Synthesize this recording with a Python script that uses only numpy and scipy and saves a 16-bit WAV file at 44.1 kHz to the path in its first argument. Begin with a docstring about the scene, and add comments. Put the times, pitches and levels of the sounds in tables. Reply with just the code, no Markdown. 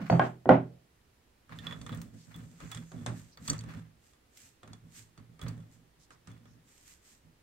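"""In a small workshop, a chain wrench is picked up from a bench with a few heavy knocks.
Its chain is then wrapped round a cast-iron grinder held in a vice. The links and the jaw
clink and scrape on the iron, and each tug on the chain makes the bench rumble.
A rubber glove hisses along the chain. Everything is close by, over a quiet background."""
import sys
import numpy as np
from scipy import signal
from scipy.fft import rfft, irfft
from scipy.io import wavfile
from scipy.ndimage import uniform_filter1d

SR = 44100
rng = np.random.default_rng(int(sys.argv[2]) if len(sys.argv) > 2 else 0)


def materialize(psi):
    """Save the field psi as 16-bit PCM at rate SR to the path in sys.argv[1].

    A 1-D psi becomes a single channel; in a 2-D psi each row is a channel.
    """
    bounded = np.clip(np.atleast_2d(psi).T, -1, 1)
    quanta = np.round(bounded * 32767).astype(np.int16)
    wavfile.write(sys.argv[1], SR, quanta)


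N = 327222
SIZE = 16384  # samples in one short sound
AGE, BINS = np.arange(SIZE) / SR, np.fft.rfftfreq(SIZE, 1 / SR)  # its times/s and frequencies/Hz

# tone colour of steel ticking on iron: f/Hz, level/dB
TICK_COLOUR = [(1000, -11), (3000, -3.5), (5000, -4.5), (6300, -1), (7500, -1), (8800, 1), (10000, -22),
               (12500, -24), (15500, -41.5)]
# tone colour of the iron's dull clack: f/Hz, level/dB
CLACK_COLOUR = [(100, -6), (280, -6), (450, 0), (850, -5.5), (1200, 3.5), (1500, -2.5), (1850, -3.5),
                (2800, -14), (4000, -14), (9000, -66.5)]
# tones of a link, soon stopped by its neighbours: f/Hz, level/dB, ring time/s (to fade by 60 dB)
LINK_TONES = [(1150, -18, 0.15), (1280, -15, .12), (1820, -3.5, 0.07), (3410, 8, 0.015), (3427, 0.5, 0.075),
              (3522, 4.5, .018), (3748, -14.5, 0.07), (4903, -31.5, 0.026), (6480, -26.5, 0.051),
              (7000, -25.5, 0.052), (8430, -43, 0.058), (9320, -35.5, 0.031)]


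def knocks(swell_s=0.0073):
    """Each blow of the wrench cracks at once and the handle clanks; the bench takes a moment to boom."""
    # blows on bench and vice: t/s, crack level/dB, boom level/dB, clank level/dB, dulled above f/Hz
    blows = [(0.0, -39.5, -34.5, -48.5, 247), (0.0996, -19, -30.5, -37, 1800),
             (0.109, -46.5, -17.5, -59, 137.6), (0.127, -24, -27, -57, 800),
             (0.1954, -16.5, -27.5, -21, 2000), (0.457, -31.5, -29, -49, 550),
             (0.4918, -9.5, -11, -20.5, 1196), (0.507, -17, -25, -29, 609), (2.9174, -51, -53.5, -70, 1208),
             (3.0626, -36, -41.5, -56, 893), (4.631, -55.5, -56, -64, 1200),
             (4.7313, -67.5, -79, -61.5, 3000), (5.431, -64, -45.5, -61, 186.4),
             (6.1047, -73, -73, -61.5, 2500)]
    # tone colour of the crack: f/Hz, level/dB
    crack_colour = [(60, -22), (200, -4.5), (400, -2), (560, 2), (680, 8.5), (820, 4.5), (1000, -3),
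                    (1800, -11.5), (2600, -15), (3300, -20), (4200, -28), (8000, -37), (15000, -38.5)]
    # tones of the bench top: f/Hz, level/dB, ring time/s
    bench_tones = [(94, -21.5, 0.42), (125.5, -6, .42), (143.9, -12.5, 0.4), (168.1, -2, 0.39),
                   (202.2, 0, .31), (259.8, 1, .24), (277, 1.5, .22), (325, -5.5, 0.26), (377, -2, 0.28),
                   (519.5, 2.5, 0.14), (607.6, -1, .2), (669, -1.5, .18), (735, -5, .16), (775, -6, 0.12),
                   (862, -7.5, 0.15)]
    # tones of the wrench handle: f/Hz, level/dB, ring time/s
    handle_tones = [(600.6, -6.5, 0.056), (750, -1.5, 0.056), (920.6, -6, .05), (1056, 0, 0.05),
                    (1080, -6, 0.068), (1388, -3, 0.07), (1462, -1, .05), (1620, -2.5, 0.037),
                    (1869, -5, 0.032), (1990, -8.5, 0.03507), (2185, -10.5, 0.03), (2430, -13.5, .025),
                    (3120, -15, 0.025)]
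    out = np.zeros((2, N))
    bench_hz = np.array(bench_tones)[:, 0]
    for s, crack_db, boom_db, clank_db, dull_hz in blows:
        crack = pulse(read(crack_colour, BINS) + dulled(BINS, dull_hz))
        crack = in_room(crack, near_db=2, near_s=0.0042, room_db=3, build_s=0.021)
        add(out, s, amp(crack_db) * crack)
        boom = ring(bench_tones, spread_db=3, tilt_db=dulled(bench_hz, dull_hz, slope=2.9), scatter=0)
        add(out, s, amp(boom_db) * unit_attack(boom * swell(swell_s)))
        clank = unit_attack(ring(handle_tones, spread_db=3.5) * swell(0.00066))
        clank = in_room(clank, near_db=-3.5, near_s=0.0058, room_db=-2, build_s=0.0065)
        add(out, s, amp(clank_db) * clank)
    return out


def clinks(snap_gain_db=-1, clack_gain_db=-1, link_gain_db=-6, link_pan_db=-2.5):
    """The steel chain ticks on the iron and bounces: the iron clacks and the link rings briefly."""
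    # chain strikes: t/s, tick level/dB, clack level/dB, link level/dB, snap level/dB
    strikes = [(1.4934, -66, -52.5, -66, -74.5), (1.522, -71, -44.5, -70, -79),
               (1.5882, -70, -66, -38, -73), (1.6687, -59, -45.5, -29.5, -74),
               (1.7099, -63, -46.5, -42, -75), (1.7246, -63, -42.5, -39, -73),
               (1.814, -51.5, -53, -51, -76), (1.8638, -49, -44.5, -45.5, -67),
               (1.8929, -60, -43.5, -45, -51), (1.9262, -65, -44, -47, -61), (1.947, -55, -71, -70, -44),
               (1.9734, -56, -69, -65, -67), (2.016, -49.5, -54, -76, -41), (2.343, -62, -54.5, -48.5, -62),
               (2.3615, -58.5, -72, -58, -45), (2.6039, -55, -49, -68, -73),
               (2.7159, -42.5, -63, -44.5, -43), (2.7472, -43, -55, -44, -65),
               (2.7728, -52.5, -62, -44, -75), (2.9181, -57.5, -50, -61, -77),
               (3.0627, -37, -35, -38.5, -66), (3.3734, -73, -50.5, -56.5, -56),
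               (3.4768, -43, -53, -55, -56), (3.482, -37, -40.5, -38, -40), (3.4988, -39, -41, -54, -59),
               (3.5322, -44, -47, -48, -69), (3.609, -53, -62, -52, -60), (3.638, -57.5, -52.5, -80, -73),
               (3.7384, -61, -52, -69, -77), (4.1347, -67, -67, -72, -80), (4.373, -54.5, -85, -77, -48),
               (4.6319, -59.5, -50.5, -55, -76), (4.6763, -60, -53, -72, -69),
               (4.7324, -54, -56.5, -54.5, -81), (5.1766, -65, -54, -61, -79), (5.3932, -60, -53, -66, -75),
               (5.4149, -50, -48, -42.5, -58), (5.427, -59, -54, -59, -48), (5.464, -76, -43, -58, -71),
               (5.485, -49.5, -62, -72, -46), (6.106, -60, -50.5, -79, -82),
               (6.2731, -54, -52.5, -62.5, -78), (6.3155, -64, -68, -62.5, -62.5),
               (6.3774, -71, -78, -71, -81), (6.4551, -71, -58.5, -64, -83)]
    # tone colour of the bright snap: f/Hz, level/dB
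    snap_colour = [(1000, -54), (7000, -33), (10000, -3.5), (12600, 4), (14500, -14), (15800, 12)]
    out = np.zeros((2, N))
    tick, snap, clack = (pulse(read(c, BINS)) for c in (TICK_COLOUR, snap_colour, CLACK_COLOUR))
    for s, tick_db, clack_db, link_db, snap_db in strikes:
        contact = amp(tick_db) * tick + amp(snap_db + snap_gain_db) * snap
        add(out, s, in_room(contact, near_db=12.5, near_s=0.0035, room_db=6, build_s=0.00087))
        iron = in_room(clack, near_db=10.5, near_s=0.0055, room_db=11.5, build_s=0.0019)
        add(out, s, amp(clack_db + clack_gain_db) * iron)
        link = bounce(ring(LINK_TONES, spread_db=7), gap_s=.003, loss_db=-6)
        link = amp(link_db + link_gain_db) * link
        link = in_room(link, near_db=-9, near_s=0.0095, room_db=-10, build_s=0.0028)
        add(out, s, amp([[link_pan_db], [-link_pan_db]]) * link)  # louder on the right
    return out


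def jaw(delay_samples=3):
    """The toothed jaw snaps against the chain; it rings longer when it hangs free."""
    # the jaw catches: t/s, level/dB, brightness/(dB per octave), ring time multiplier
    hits = [(0.102, -45, -17, 9.6), (1.8154, -55, -9, 1.5), (3.373, -55, -9.5, 2.2), (3.478, -36, 5, 1.2),
            (3.496, -39, -1, 1), (3.4998, -23.5, 9.5, 1.2), (3.581, -49, 9, .7), (3.5907, -45, -6, 1.3),
            (4.7324, -52, -3, .8), (5.178, -61.5, -11, 1.8), (5.482, -46, -23, 1.1)]
    # tones of the jaw: f/Hz, level/dB, ring time/s
    tones = [(4270, -12, 0.0088), (4490, 8, 0.019), (4560, 2, 0.038), (6030, 6.5, 0.026),
             (7000, -6.5, .018), (7230, 9, 0.018), (7520, 0, 0.035), (8400, -5, 0.012), (9310, -6.5, 0.009)]
    out = np.zeros((2, N))
    octaves = np.log2(np.array(tones)[:, 0] / tones[0][0])
    for s, db, bright_db, hold in hits:
        ping = unit_attack(ring(tones, spread_db=0, tilt_db=bright_db * octaves, hold=hold))
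        left, right = amp(db) * in_room(ping, near_db=-9.5, near_s=0.00067, room_db=-18.5, build_s=.006)
        add(out, s, np.array([left, np.roll(right, delay_samples)]))  # reaches the left side first
    return out


def rumble(drag, smooth_samples=1500):
    """The chain's rollers bump over the iron and shake vice and bench, as hard as it is dragged."""
    # tone colour of the shaking vice and bench: f/Hz, level/dB
    colour = [(25, -25), (48, -21), (65, -9.5), (88, -12.5), (116, 6), (137, -13.5), (162, 4.5), (195, -16),
              (230, -5.5), (275, -11.5), (340, -26), (480, -24), (700, -28.5), (1500, -62)]
    shake = pair(rng.standard_normal((2, N)), colour)
    loudness = np.sqrt(uniform_filter1d((shake ** 2).mean(0), smooth_samples))
    return drag * shake / loudness


def scrape(drag, gain_db=-2.5, drag_db=-24, patchy_db=2, sing_db=-17, spurt_samples=500):
    """Links catch and slip on the rust in spurts and ring a little; any drag scrapes faintly."""
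    # steel scraping on rusty iron: t/s, held for/s, level/dB
    strokes = [(0.01, .05, -51), (0.075, .015, -48.5), (1.505, .035, -56), (1.63, 0.081, -50.5),
               (1.88, 0.047, -59.5), (2.32, 0.053, -60), (2.61, 0.016, -50.5), (2.72, 0.023, -50),
               (3.0, 0.21, -70.5), (3.46, 0.13, -60), (3.69, 0.042, -51.5), (5.41, 0.039, -64),
               (6.28, .06, -66)]
    # tone colour of the scrape: f/Hz, level/dB
    colour = [(200, -15.5), (500, -2.5), (850, 2), (1250, 6), (1850, 4.5), (2300, 0.5), (2950, -3.5),
              (3470, -16), (4100, -7), (7000, -17), (11000, -25.5), (15500, -20.5)]
    wander = uniform_filter1d(rng.standard_normal(N), spurt_samples)
    spurts = amp(patchy_db * unit(uniform_filter1d(wander, spurt_samples)))
    slips = friction(per_s=700, spread_db=-3.5, smooth=0.95) * spurts
    link = ring(LINK_TONES, spread_db=0.5, hold=1.3)
    singing = signal.oaconvolve(slips, link[None], axes=1)[:, :N]
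    grit = unit(pair(slips, colour)) + amp(sing_db) * unit(singing)
    push = effort(strokes, rise_db_per_s=678, fall_db_per_s=223.5)
    return grit * (amp(gain_db) * push + amp(drag_db) * drag)


def rattle(drag, per_s=22, spread_db=2, clack_db=-19, tick_db=-25, link_db=-27, links=4):
    """Slack links tap the iron at random, as hard as the chain is dragged; each has its own ring."""
    out = np.zeros((2, N))
    clack = amp(clack_db) * pulse(read(CLACK_COLOUR, BINS))
    tick = amp(tick_db) * pulse(read(TICK_COLOUR, BINS))
    for _ in range(links):
        moments = rng.random(N) < per_s / links / SR
        taps = moments * drag * amp(spread_db * rng.standard_normal(N))
        tap = clack + tick + amp(link_db) * unit_attack(ring(LINK_TONES, spread_db=4.5))
        tap = in_room(tap, near_db=9.5, near_s=0.0025, room_db=6.5, build_s=0.0087)
        out += signal.oaconvolve(taps[None], tap, axes=1)[:, :N]
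    return out


def glove():
    """Rubber slides on steel with a fine hiss that swells and lets go gently."""
    # the grip shifts along the chain: t/s, held for/s, level/dB
    slides = [(0.1, .17, -64), (1.57, 0.48, -68.5), (2.15, 1.15, -68.5), (2.61, .19, -67),
              (3.17, .025, -60), (3.46, 0.027, -52), (3.7, 0.087, -71), (4.04, .07, -70),
              (4.375, 0.092, -58.5), (4.965, 0.022, -52), (5.73, 0.016, -67.5), (6.69, .15, -65),
              (6.88, 0.041, -57.5), (7.06, .07, -61.5)]
    # tone colour of the sliding rubber: f/Hz, level/dB
    colour = [(500, -25), (1000, -11.5), (1700, -1.5), (2800, -3), (3700, -5), (5500, -2), (7300, 2.5),
              (8500, 1), (10000, -14), (12300, -6.5), (15800, -19.5)]
    hiss = unit(pair(friction(per_s=840, spread_db=5.5, smooth=1.8), colour))
    return hiss * effort(slides, rise_db_per_s=314, fall_db_per_s=220)


def rubs():
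    """The rubber catches and slips briefly, each time hissing around a different pitch."""
    # short rubs: middle t/s, length/s, level/dB, f/Hz, width/octaves
    catches = [(0.261, 0.057, -60, 3470, 0.74), (2.217, 0.12, -65, 5040, 0.59),
               (2.693, 0.26, -65, 6960, 0.16), (2.903, 0.12, -67.5, 6640, 0.082),
               (3.334, 0.054, -65, 4900, 0.28), (6.028, 0.088, -66, 5585, 0.58),
               (6.13, 0.059, -67.5, 5890, 0.46), (6.504, 0.15, -74.5, 5710, 0.22)]
    out = np.zeros((2, N))
    slips = friction(per_s=1200, spread_db=0, smooth=0.69)
    for s, length_s, db, hz, octaves in catches:
        start = s - length_s / 2
        piece = slips[:, round(start * SR):][:, :SIZE]
        band = np.exp(-.5 * (np.log2((BINS + 1) / hz) / octaves) ** 2)
        hiss = unit(irfft(rfft(piece, SIZE) * band))
        arch = np.sin(np.pi * np.minimum(AGE / length_s, 1))
        add(out, start, amp(db) * hiss * arch)
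    return out


def air(level_db=-67):
    """The quiet, steady background noise of the workshop."""
    # tone colour of the background: f/Hz, level/dB
    colour = [(12, -34.5), (20, -1), (32, -22), (53, -3), (177, -12), (310, -13.5), (718, -19),
              (1220, -21.5), (1480, -23), (1810, -22), (2080, -23.5), (3070, -26), (4940, -29),
              (16000, -36)]
    return amp(level_db) * unit(pair(rng.standard_normal((2, N)), colour))


def in_room(sound, near_db, near_s, room_db, build_s, ring_s=0.24, bass_ring_s=0.4, bass_hz=282):
    """The direct sound, quick echoes off nearby metal, then the room's echo, longer in the bass."""
    echoes = pair(rng.standard_normal((2, SIZE)))
    bass = signal.sosfilt(signal.butter(2, bass_hz, fs=SR, output="sos"), echoes)
    fade, bass_fade = (np.exp(-np.log(1000) * AGE / s) for s in (ring_s, bass_ring_s))
    tail = (echoes * fade + bass * (bass_fade - fade)) * swell(build_s)
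    near = echoes[:, ::-1] * np.exp(-np.minimum(AGE / near_s, 20))
    paths = (amp(near_db) * unit(near) + amp(room_db) * unit(tail)) / np.sqrt(SIZE)
    paths[:, 0] += 1  # the direct sound
    return irfft(rfft(sound) * rfft(paths)) / np.sqrt(1 + amp(near_db) ** 2)


def ring(tones, spread_db, tilt_db=0, hold=1, scatter=1):
    """A struck object's fading tones; each point of contact gives a different mix of them."""
    hz, db, ring_s = np.transpose(tones)[:, :, None]
    level_luck, phase_luck = rng.standard_normal((2, len(hz), 1))
    db = db + np.reshape(tilt_db, (-1, 1)) + spread_db * level_luck
    fade = np.exp(-np.log(1000) * AGE / (ring_s * hold))
    return (amp(db) * fade * np.sin(2 * np.pi * (hz * AGE + scatter * phase_luck))).sum(0)


def bounce(sound, gap_s, loss_db, count=3):
    """A loose part bounces a few times, each time weaker, at uneven gaps."""
    out = sound[None].copy()
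    for k, s in enumerate(np.cumsum(gap_s * (.5 + rng.random(count)))):
        add(out, s, amp(loss_db * (k + 1)) * sound)
    return unit_attack(out[0])


def friction(per_s, spread_db, smooth):
    """Tiny slips of uneven size over a smooth hiss."""
    slips = (rng.random(N) < per_s / SR) * amp(spread_db * np.minimum(rng.exponential(1, N), 4))
    return unit(slips * rng.choice([-1, 1], (2, N))) + smooth * rng.standard_normal((2, N))


def effort(moves, rise_db_per_s, fall_db_per_s, step=32):
    """Loudness over time of some hand movements: each swells, holds and dies away."""
    t = np.arange(0, N, step) / SR
    s, held_s, db = np.transpose(moves)[:, :, None]
    early_s, late_s = np.maximum(s - t, 0), np.maximum(t - s - held_s, 0)
    each = amp(db - rise_db_per_s * early_s - fall_db_per_s * late_s)
    return np.interp(np.arange(N) / SR, t, np.sqrt((each ** 2).sum(0)))


def pair(x, colour=None):
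    """Turns two unrelated noises into left and right, alike in the bass, with an optional colour."""
    # how alike the two sides are: f/Hz, likeness (1 = the same)
    likeness = [(60, 1), (150, 0.78), (300, 0.99), (640, -0.22), (1400, 0.088), (3100, 0.21), (6800, -.12),
                (15000, 0)]
    hz = np.fft.rfftfreq(x.shape[1], 1 / SR)
    a, b = rfft(x)
    same = np.clip(read(likeness, hz), -1, 1)
    mid, side = a * np.sqrt(1 + same), b * np.sqrt(1 - same)
    gain = 1 if colour is None else amp(read(colour, hz))
    return irfft(np.array([mid + side, mid - side]) * gain, x.shape[1]) / np.sqrt(2)


def pulse(db):
    """The shortest click that has this level at each frequency."""
    log_gain = np.log(amp(np.r_[db, db[-2:0:-1]]))
    spectrum = np.exp(np.conj(signal.hilbert(log_gain)))
    return unit_attack(np.fft.ifft(spectrum).real)


def dulled(hz, corner_hz, slope=1):
    """A softer blow loses its high tones: the change in dB at each frequency."""
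    return -10 * np.log10(1 + (hz / corner_hz) ** (2 * slope))


def swell(rise_s):
    """A smooth rise from 0 to 1."""
    return 1 - np.exp(-(AGE / rise_s) ** 2)


def amp(db):
    """Turns decibels into a multiplier."""
    return 10 ** (np.asarray(db) / 20)


def unit(x):
    """Scales a sound to an average strength (rms) of 1."""
    return x / np.sqrt(np.mean(x ** 2) + 1e-20)


def unit_attack(x, size=176):
    """Scales a sound so that its loudest 4 ms have a strength of 1."""
    return x / np.sqrt(uniform_filter1d(x ** 2, size, mode="constant").max())


def read(points, hz):
    """Reads between the rows of a frequency table, on a pitch scale."""
    f, value = np.transpose(points)
    return np.interp(np.log(hz + 1), np.log(f + 1), value)


def add(mix, s, sound):
    """Mixes a short sound in at time s."""
    part = mix[:, max(round(s * SR), 0):][:, :SIZE]
    part += sound[..., :part.shape[1]]


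def scene():
    """All sources in stereo; the pull on the chain drives rumble, scrape and rattle."""
    # the hand tugs the chain over the iron: t/s, held for/s, level/dB
    tugs = [(1.515, 0.18, -48.5), (1.67, 0.26, -47.5), (1.92, 0.01, -37.5), (1.98, .02, -42.5),
            (2.14, .02, -49), (2.28, .02, -54.5), (2.36, 0.038, -45.5), (2.43, .015, -49),
            (2.52, 0.049, -56.5), (2.635, 0.014, -44), (2.76, 0.037, -42.5), (2.94, 0.091, -43),
            (3.08, 0.026, -36), (3.41, .015, -48), (3.5, 0.02, -35), (3.59, 0.1, -44),
            (3.755, 0.029, -42.5), (4.44, .02, -66.5), (4.645, .04, -57), (4.705, .025, -50.5),
            (4.84, .02, -52.5), (4.98, 0.042, -57.5), (5.19, 0.022, -52.5), (5.295, 0.016, -55),
            (5.435, 0.075, -39), (5.58, 0.025, -46.5), (5.75, 0.073, -63), (5.98, .015, -68.5),
            (6.13, 0.017, -66.5), (6.285, 0.028, -48), (6.41, 0.17, -60), (7.245, 0.041, -61.5)]
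    drag = effort(tugs, rise_db_per_s=876, fall_db_per_s=142.5)  # bites at once; the bench rings on
    wrench = knocks() + clinks() + jaw() + rumble(drag) + scrape(drag) + rattle(drag)
    return wrench + glove() + rubs() + air()


def record(dry, top_hz=15850):
    """Makes the right side a little louder at most pitches and cuts the very highest treble."""
    # balance of the two microphones: f/Hz, left minus right level/dB
    balance = [(60, -2.5), (140, -3), (280, -3.5), (600, -2), (1300, -1.06), (2400, -0.6), (3800, -2),
               (8000, -3), (15000, 2)]
    tilt_db = read(balance, np.fft.rfftfreq(N, 1 / SR)) / 2
    heard = irfft(rfft(dry) * amp([tilt_db, -tilt_db]), N)
    treble_cut = signal.firwin(511, top_hz, window=("kaiser", 9), fs=SR)
    return signal.oaconvolve(heard, treble_cut[None], "same")


dry = scene()
out = record(dry)
materialize(out)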